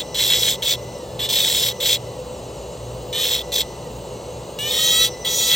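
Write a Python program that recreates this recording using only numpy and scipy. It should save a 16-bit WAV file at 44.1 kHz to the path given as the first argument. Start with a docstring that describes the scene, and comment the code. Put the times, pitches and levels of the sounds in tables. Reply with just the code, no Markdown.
"""A dental lab handpiece grinds a cast metal frame, held in the fingers, in short strokes close by.
Mostly the bur bounces, and the impacts of its grit excite the modes of frame and bur; when it runs true
the force is periodic and it sings on harmonics of its speed. Pressed hard, its shank squeals.
Between strokes the motor whines, slowing down and picking up again with the pedal.
Behind it air hisses and a dust extractor hums in the workshop."""
import sys
import numpy as np
from scipy import signal
from scipy.fft import rfft, irfft
from scipy.io import wavfile
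from scipy.ndimage import uniform_filter1d

SR = 44100
rng = np.random.default_rng(int(sys.argv[2]) if len(sys.argv) > 2 else 0)


def generate_wav(signal):
    """Clip the signal to [-1, 1] and save it as 16-bit WAV at the path in sys.argv[1]."""
    frames = np.transpose(np.atleast_2d(signal))
    scaled = np.clip(frames, -1, 1) * 32767
    pcm = np.round(scaled).astype(np.int16)
    wavfile.write(sys.argv[1], SR, pcm)


N = 244755
TIME = np.arange(N) / SR
BIN_HZ = np.fft.rfftfreq(N, 1 / SR)
CUTOFF_HZ = 15900


def from_db(db):
    """Amplitude grows tenfold with every 20 dB."""
    return 10 ** (np.asarray(db) / 20)


def rms_one(x):
    """Normalisation to unit power."""
    return x / np.sqrt(np.mean(x ** 2) + 1e-20)


def at_hz(points, hz):
    """Interpolation of a spectrum on a log-frequency axis."""
    known_hz, values = np.transpose(points)
    return np.interp(np.log(hz + 1e-9), np.log(known_hz), values)


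def swell(centre_s, length_s):
    """A Gaussian pulse of height 1."""
    return np.exp(-(2 * (TIME - centre_s) / length_s) ** 2)


def drift(rate_hz):
    """Random fluctuation: noise low-passed at rate_hz, rms 1."""
    count = 8192
    hz = np.fft.rfftfreq(count, TIME[-1] / count)
    spectrum = rfft(rng.standard_normal(count)) / (1 + (hz / rate_hz) ** 2)
    return np.interp(TIME, np.linspace(0, TIME[-1], count), rms_one(irfft(spectrum, count)))


def noise(spectrum):
    """Spectral shaping of white noise, rms 1."""
    return rms_one(irfft(rfft(rng.standard_normal(N)) * from_db(at_hz(spectrum, BIN_HZ)), N))


def resonate(x, hz, width):
    """A damped resonator with unit peak gain and a bandwidth of `width` Hz."""
    r = np.exp(-np.pi * width / SR)
    feedback = [1, -2 * r * np.cos(2 * np.pi * hz / SR), r * r]
    return signal.lfilter(np.array([1, 0, -1]) * (1 - r * r) / 2, feedback, x)


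def body(force, modes, band_hz, wander_db):
    """Modal superposition: each mode's share shifts with the point of contact; rms 1."""
    gains = np.array([from_db(db + wander_db * drift(11)) for hz, width, db in modes])
    gains /= np.sqrt(np.array(modes)[:, 1] @ gains ** 2)  # the modes share a constant power
    rings = sum((-1) ** k * gains[k] * resonate(force, hz, width)
                for k, (hz, width, db) in enumerate(modes))
    band = signal.butter(2, band_hz, "band", fs=SR, output="sos")
    return rms_one(signal.sosfilt(band, rings))


# Rush of the extractor. Each row: frequency in Hz, relative spectral density in dB.
RUSH_SPECTRUM = [(25, -24), (42, -18), (55, 0), (80, -1.5), (100, -6), (150, 0.5), (200, -4), (290, -7.5),
                 (420, 1), (620, -2.5), (720, -7.5), (900, -6), (1250, -17), (1500, -26), (2500, -38)]
# Its hum and duct resonances. Each row: frequency in Hz, width in Hz, rms level in dB.
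DRONE_BANDS = [(59, 2.4, -48), (118.3, 7.7, -42.5), (501, 16.3, -39), (570.6, 17.7, -43.5)]
def extractor():
    """Narrow-band noise wavers as a hum over a broad rush; echoes reach the two ports in antiphase."""
    drone = sum(from_db(db) * rms_one(resonate(resonate(rng.standard_normal(N), hz, width), hz, width))
                for hz, width, db in DRONE_BANDS)
    echoes = rms_one(resonate(noise(RUSH_SPECTRUM), hz=2500, width=1400))
    rush = from_db(-34.5) * noise(RUSH_SPECTRUM)
    return drone + rush + from_db(-49.5) * echoes * np.array([[1], [-1]])


# Hiss of the air. Each row: frequency in Hz, relative spectral density in dB.
HISS_SPECTRUM = [(1000, -26), (1600, -14), (2000, -1.5), (2300, -6.5), (2900, 7), (3300, -2.5), (4100, 4),
                 (4600, -1), (5400, -6.5), (6200, -0.5), (8300, -1.5), (9100, -7), (12500, -15),
                 (14500, -16), (16000, -20)]
def air_hiss():
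    """Airflow at the handpiece and the suction radiates steady broadband noise."""
    return from_db(-45) * noise(HISS_SPECTRUM)


def workshop(x, t60_s, level_db):
    """Diffuse reverberation: reflections from bench and walls decay exponentially, unlike at each port."""
    t = TIME[:SR // 2]
    tails = rng.standard_normal((2, len(t))) * from_db(-60 * t / t60_s) * (t > .002)
    tails /= np.sqrt(np.sum(tails ** 2, axis=1, keepdims=True))
    return from_db(level_db) * signal.fftconvolve(x[None], tails, axes=1)[:, :N]


# Pauses of the pedal. Each row: release in seconds, press in seconds, speed lost in turns per second.
PEDAL_PAUSES = [(.975, 1.17, 86), (2.135, 2.675, 445), (3.84, 4.275, 303)]
def spindle_speed(load):
    """Speed in Hz under lagging feedback: it sags with load, overshoots at lift, coasts off the pedal."""
    idle_hz, sag_hz, coast_hz_per_s = 667, 16, 950
    governor_share, governor_lag_s = .62, .1
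    soft_start_s, run_up_s, inertia_s = .12, .178, .04
    r = np.exp(-1 / (governor_lag_s * SR))
    correction = governor_share * signal.lfilter([1 - r], [1, -r], load)
    speed = idle_hz - sag_hz * (load - correction)
    for release, press, lost_hz in PEDAL_PAUSES:
        coasting = np.clip((TIME - release) * coast_hz_per_s, 0, lost_hz)
        drive = 1 - np.exp(-np.maximum(TIME - press, 0) / soft_start_s)
        speed -= coasting * np.exp(-np.cumsum(drive) / SR / run_up_s)
    return uniform_filter1d(speed, int(inertia_s * SR))


def spinning(speed, turns, orders, radiation, slip_turns, waver_db):
    """Rotational orders glide through the housing's resonances; phase jitter blurs the high ones most."""
    tones = np.zeros(N)
    for order, db in orders:
        hz = order * speed
        gain = from_db(db + at_hz(radiation, hz) + waver_db * drift(22)) * (hz < CUTOFF_HZ)
        tones += gain * np.sin(2 * np.pi * order * (turns + slip_turns * drift(70)))
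    return tones


# Tones of the spindle and of the ball bearings. Each row: multiple of the speed, relative level in dB.
WHINE_TONES = [(3, 4), (6, 1), (8.1, -7.5), (9, -8.5)]
BEARING_TONES = [(12.3, 0), (14.3, -23), (16, 2), (17, 0.5), (18.6, -13), (21.7, 3), (23.5, -12), (26, -1),
                 (28.6, 1), (31.3, 0), (33, -11), (36, -9), (40, -8)]
# How the housing radiates each set. Each row: frequency in Hz, gain in dB.
WHINE_RADIATION = [(600, -25), (1700, -14), (2000, -3), (2500, -8), (4500, -5), (5400, 6), (6100, 12.5)]
BEARING_RADIATION = [(2500, -22), (4300, -30), (5300, -2), (6100, -3), (7200, -2), (8500, -6), (9500, -20),
                     (13000, -24), (15000, -5)]
# The whine as the handpiece is turned in the hand. Each row: time in seconds, gain in dB.
WHINE_ENVELOPE = [(0, -48.5), (.6, -49.5), (.9, -52), (1.76, -49.5), (2.25, -60), (3.6, -49), (3.9, -60),
                  (4.6, -51), (5.12, -44.5), (5.55, -54)]
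def motor(speed, turns):
    """Forced vibration of the housing: the spindle whines and the bearings whirr."""
    whine_db = np.interp(TIME, *np.transpose(WHINE_ENVELOPE))
    whine = spinning(speed, turns, WHINE_TONES, WHINE_RADIATION, slip_turns=.014, waver_db=3)
    whirr = spinning(speed, turns, BEARING_TONES, BEARING_RADIATION, slip_turns=.011, waver_db=3.5)
    return from_db(whine_db) * whine + from_db(-53.5) * whirr


# Squeals of the shank. Each row: centre in seconds, length in seconds, peak level at full load in dB.
SHANK_SQUEALS = [(5.393, 0.21, -22.5)]
# Modes of the shank. Each row: frequency in Hz, width in Hz, relative level in dB.
SHANK_RESONANCES = [(5830, 53, -1), (6700, 260, -5), (6950, 250, -10)]
def squeal(load):
    """Friction excites the modes of the bur's shank while it is pressed hard."""
    gain = load * sum(from_db(db) * swell(centre, length) for centre, length, db in SHANK_SQUEALS)
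    return gain * body(rng.standard_normal(N), SHANK_RESONANCES, band_hz=(5300, 7600), wander_db=3)


def drag(load, squeal_share):
    """Friction loads the spindle: the cut, and a further share of it while the shank squeals."""
    return load * (1 + squeal_share * sum(swell(centre, length) for centre, length, db in SHANK_SQUEALS))


# Strokes of the bur. Each row: start, end, lean-in time and ease-off time in seconds, then first touch
# in dB relative to the full cut, then full-cut levels of frame ring, grit scratch and chip fizz in dB.
BUR_STROKES = [(-.1, 0.022, .05, 0.024, -5, -19.5, -28, -31),
               (0.145, 0.559, 0.0623, 0.044, -5.5, -21, -24.5, -27),
               (.622, 0.754, 0.0803, .02, -6, -19, -24, -25),
               (1.193, 1.282, 0.0534, 0.024, -4, -22, -30.5, -33),
               (1.289, 1.723, .06, 0.037, -2.5, -21, -24.5, -25.5),
               (1.802, 1.97, 0.072, .025, -7.5, -18, -23, -25),
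               (3.128, 3.418, 0.099, 0.0735, -5.5, -21, -27, -27.5),
               (3.52, 3.629, .03, 0.017, -4, -22.5, -26, -28),
               (4.588, 5.087, 0.2817, 0.033, -10, -17.5, -21.5, -21),
               (5.248, 5.6, 0.163, .02, -5.5, -22, -23.5, -23)]
def contact(touch_s, lift_s, lift_db, dulling):
    """Contact force sets the load and the gains of ring, scratch and fizz; a lighter push is duller."""
    gains, load = np.zeros((3, N)), np.zeros(N)
    for start, end, lean_s, ease_s, touch_db, ring_db, scratch_db, fizz_db in BUR_STROKES:
        touching = np.clip((TIME - start) / touch_s + 1, 0, 1) * np.clip((end - TIME) / lift_s + 1, 0, 1)
        leaning = np.clip(1 - (TIME - start) / lean_s, 0, 1)
        easing = np.clip(1 - (end - TIME) / ease_s, 0, 1)
        push_db = touch_db * leaning + lift_db * easing
        push = touching * from_db(push_db)
        treble = touching * from_db((1 + dulling) * push_db)
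        gains += [from_db(ring_db) * push, from_db(scratch_db) * treble, from_db(fizz_db) * treble]
        load += push
    return gains, load


# Edges and flats under the bur. Each row: centre in seconds, length in seconds, change of ring in dB.
EDGES_AND_FLATS = [(0.203, 0.021, 6.5), (0.327, 0.046, 6), (0.403, 0.027, -6.5), (0.436, 0.014, 3.5),
                   (0.483, 0.013, 9), (0.629, 0.017, 3.5), (1.405, .1, 3.5), (3.3, 0.011, -8.5),
                   (3.349, 0.048, 2), (3.617, 0.02, 6), (5.023, .04, 3), (5.27, 0.045, 7),
                   (5.371, 0.042, -4.5), (5.54, 0.1, 7)]
def catches():
    """Amplitude modulation of the frame's ring: a swell at each edge, a dip at each flat."""
    return from_db(sum(db * swell(centre, length) for centre, length, db in EDGES_AND_FLATS))


# Spells of true running. Each row: start and end in seconds, periodic share of the power (0 to 1)
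# at the start and at the end, pressure (0 grazing, 1 firm, 2 biting).
TRUE_RUNNING = [(1.159, 1.28, 0.05, 0.75, 1), (3.102, 3.222, 0.38, 0.42, 0.5),
                (4.571, 4.699, 0.86, .7, 0.12), (4.698, 5.022, 0.28, 0.93, 1.53),
                (5.03, 5.6, 0.52, 0.36, 1.67)]
def seating(skipping_share, skipping_pressure, settle_s):
    """Periodic share and pressure of the cut: the force repeats each turn as far as the bur runs true."""
    share, pressure = np.full(N, skipping_share), np.full(N, skipping_pressure)
    for start, end, first_share, last_share, held_pressure in TRUE_RUNNING:
        inside = (TIME >= start) & (TIME < end)
        share[inside] = np.interp(TIME[inside], [start, end], [first_share, last_share])
        pressure[inside] = held_pressure
    return uniform_filter1d(np.array([share, pressure]), int(settle_s * SR) + 1, axis=1)


def grit(turns, per_s, size_db, runout_db):
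    """Shot noise: grains tear off chips at random, hardest when the bur's high side comes round."""
    sizes = from_db(size_db * np.minimum(rng.exponential(1, N), 5)) * rng.choice([-1, 1], N)
    strikes = rng.random(N) < per_s / SR
    return sizes * strikes * from_db(runout_db * np.cos(2 * np.pi * turns))


def cutting_tone(turns, pressure, orders, waver_db):
    """A periodic force gives harmonics of the rotation, weighted by pressure and trembling; power 1."""
    gains = np.array([from_db(np.interp(pressure, [0, 1, 2], levels_db) + waver_db * drift(26))
                      for order, *levels_db in orders])
    waves = np.array([np.sin(2 * np.pi * (order * turns + rng.random())) for order, *_ in orders])
    return np.sum(gains * waves, axis=0) / np.sqrt(np.sum(gains ** 2, axis=0) / 2)


# Tone of the even cut. Each row: multiple of the speed, relative levels in dB grazing, firm and biting.
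CUT_HARMONICS = [(2, -20, -20.5, -18), (3, -12, -16, -8), (4, -8, -11, -19.5), (5, 6, -6, 4.5),
                 (6, -9.5, 7.5, -7.5), (7, -19, -7, -12.5), (8, -39, -10, -18), (9, -20, -8.5, -5),
                 (10, -5, -15.5, -1), (11, -13, -8, -9), (12, -15, -33, -29), (13, -12, -18, -5),
                 (14, -7, -10, -6.5), (18, -19, -26, -9), (19, -11, -22, -33), (20, -41, -32, -44),
                 (21, -39, -25, -27), (22, -45, 0, -13), (23, -6, -16, -20)]
# Low, middle and high modes of frame and bur, damped by the fingers.
# Each row: frequency in Hz, width in Hz, relative level in dB.
RING_RESONANCES = [(2185, 650, -18.5), (2686, 117, -12.5), (3278, 260, -2.5), (3580, 237, 0),
                   (3812, 220, -2), (4140, 213, -6.5)]
SCRATCH_RESONANCES = [(4645, 540, 1), (5210, 105, 7), (5560, 107, 5.5), (6140, 160, 6.5), (7294, 100, 10),
                      (7290, 74, 6), (7680, 420, 5), (8800, 310, 2.5), (8900, 300, 4)]
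FIZZ_RESONANCES = [(11100, 3700, -5), (12800, 410, 1), (13200, 400, 10.5), (14700, 330, -23),
                   (15900, 4200, -4)]
def grinding(turns, gains, ring_bounce_db, scratch_bounce_db, fizz_bounce_db):
    """Impact excitation: the skipping bur rings the modes; in an even cut the power goes to harmonics."""
    ring_gain, scratch_gain, fizz_gain = gains
    even, pressure = seating(skipping_share=.039, skipping_pressure=.71, settle_s=.059)
    even_treble = .94 * even
    skips = drift(210)
    skips -= uniform_filter1d(skips, SR // 25)  # the hand holds the mean pressure
    bounce = np.tanh(skips) * (1 - even)
    force = grit(turns, per_s=20000, size_db=1, runout_db=-2)
    ring = body(force * from_db(ring_bounce_db * bounce), RING_RESONANCES,
                band_hz=(1450, 4940), wander_db=1)
    scratch = body(force * from_db(scratch_bounce_db * bounce), SCRATCH_RESONANCES,
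                   band_hz=(4060, 11200), wander_db=1.5)
    fizz = body(force * from_db(fizz_bounce_db * bounce), FIZZ_RESONANCES,
                band_hz=(9100, 19000), wander_db=5)
    shaken = turns + .003 * drift(90)  # friction makes each turn slightly uneven
    low_tone = cutting_tone(shaken, pressure, CUT_HARMONICS[:6], waver_db=2.5)  # near the frame's ring
    high_tone = cutting_tone(shaken, pressure, CUT_HARMONICS[6:], waver_db=4.5)
    return (ring_gain * catches() * (np.sqrt(1 - even) * ring + np.sqrt(even) * low_tone)
            + scratch_gain * (np.sqrt(1 - even_treble) * scratch + np.sqrt(even_treble) * high_tone)
            + fizz_gain * np.sqrt(1 - even_treble) * fizz)


def scene():
    """Superposition of the nearby tool, its faint reverberation, the air hiss and the extractor."""
    gains, load = contact(touch_s=.0011, lift_s=.01, lift_db=-11, dulling=.36)
    speed = spindle_speed(drag(load, squeal_share=.65))
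    turns = np.cumsum(speed * (1 + .00054 * drift(20))) / SR
    cut = grinding(turns, gains, ring_bounce_db=4.5, scratch_bounce_db=2, fizz_bounce_db=1.5)
    tool = cut + motor(speed, turns) + squeal(load)
    hiss = air_hiss()
    return tool + workshop(tool, t60_s=1, level_db=-36) + hiss + extractor()


# Phase between the two microphone ports. Each row: frequency in Hz, lead of the left in radians.
LEFT_LEAD = [(100, 0), (700, .35), (1050, .6), (1400, .1), (2600, .05), (3200, .72), (4300, .5), (5400, 0),
             (7400, 0), (7900, .3), (8700, -.1), (9200, -1.8), (10100, -3.14), (11800, -6.28),
             (12300, -6.28), (13750, -9.42), (15200, -12.56)]
# Balance of the ports. Each row: frequency in Hz, left minus right level in dB.
LEFT_EXCESS = [(150, 0), (550, .6), (780, 2), (950, -.5), (1150, 3), (1500, .3), (1950, 2), (2300, -.2),
               (5000, 0)]
def record(dry):
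    """Phase and level differences between the ports give the stereo image; a steep low-pass follows."""
    left = np.exp(.5j * at_hz(LEFT_LEAD, BIN_HZ)) * from_db(at_hz(LEFT_EXCESS, BIN_HZ) / 2)
    low_pass = 1 / np.sqrt(1 + (BIN_HZ / CUTOFF_HZ) ** 400)
    return irfft(rfft(dry) * np.array([left, 1 / left]) * low_pass, N)


dry = scene()
out = record(dry)
generate_wav(out)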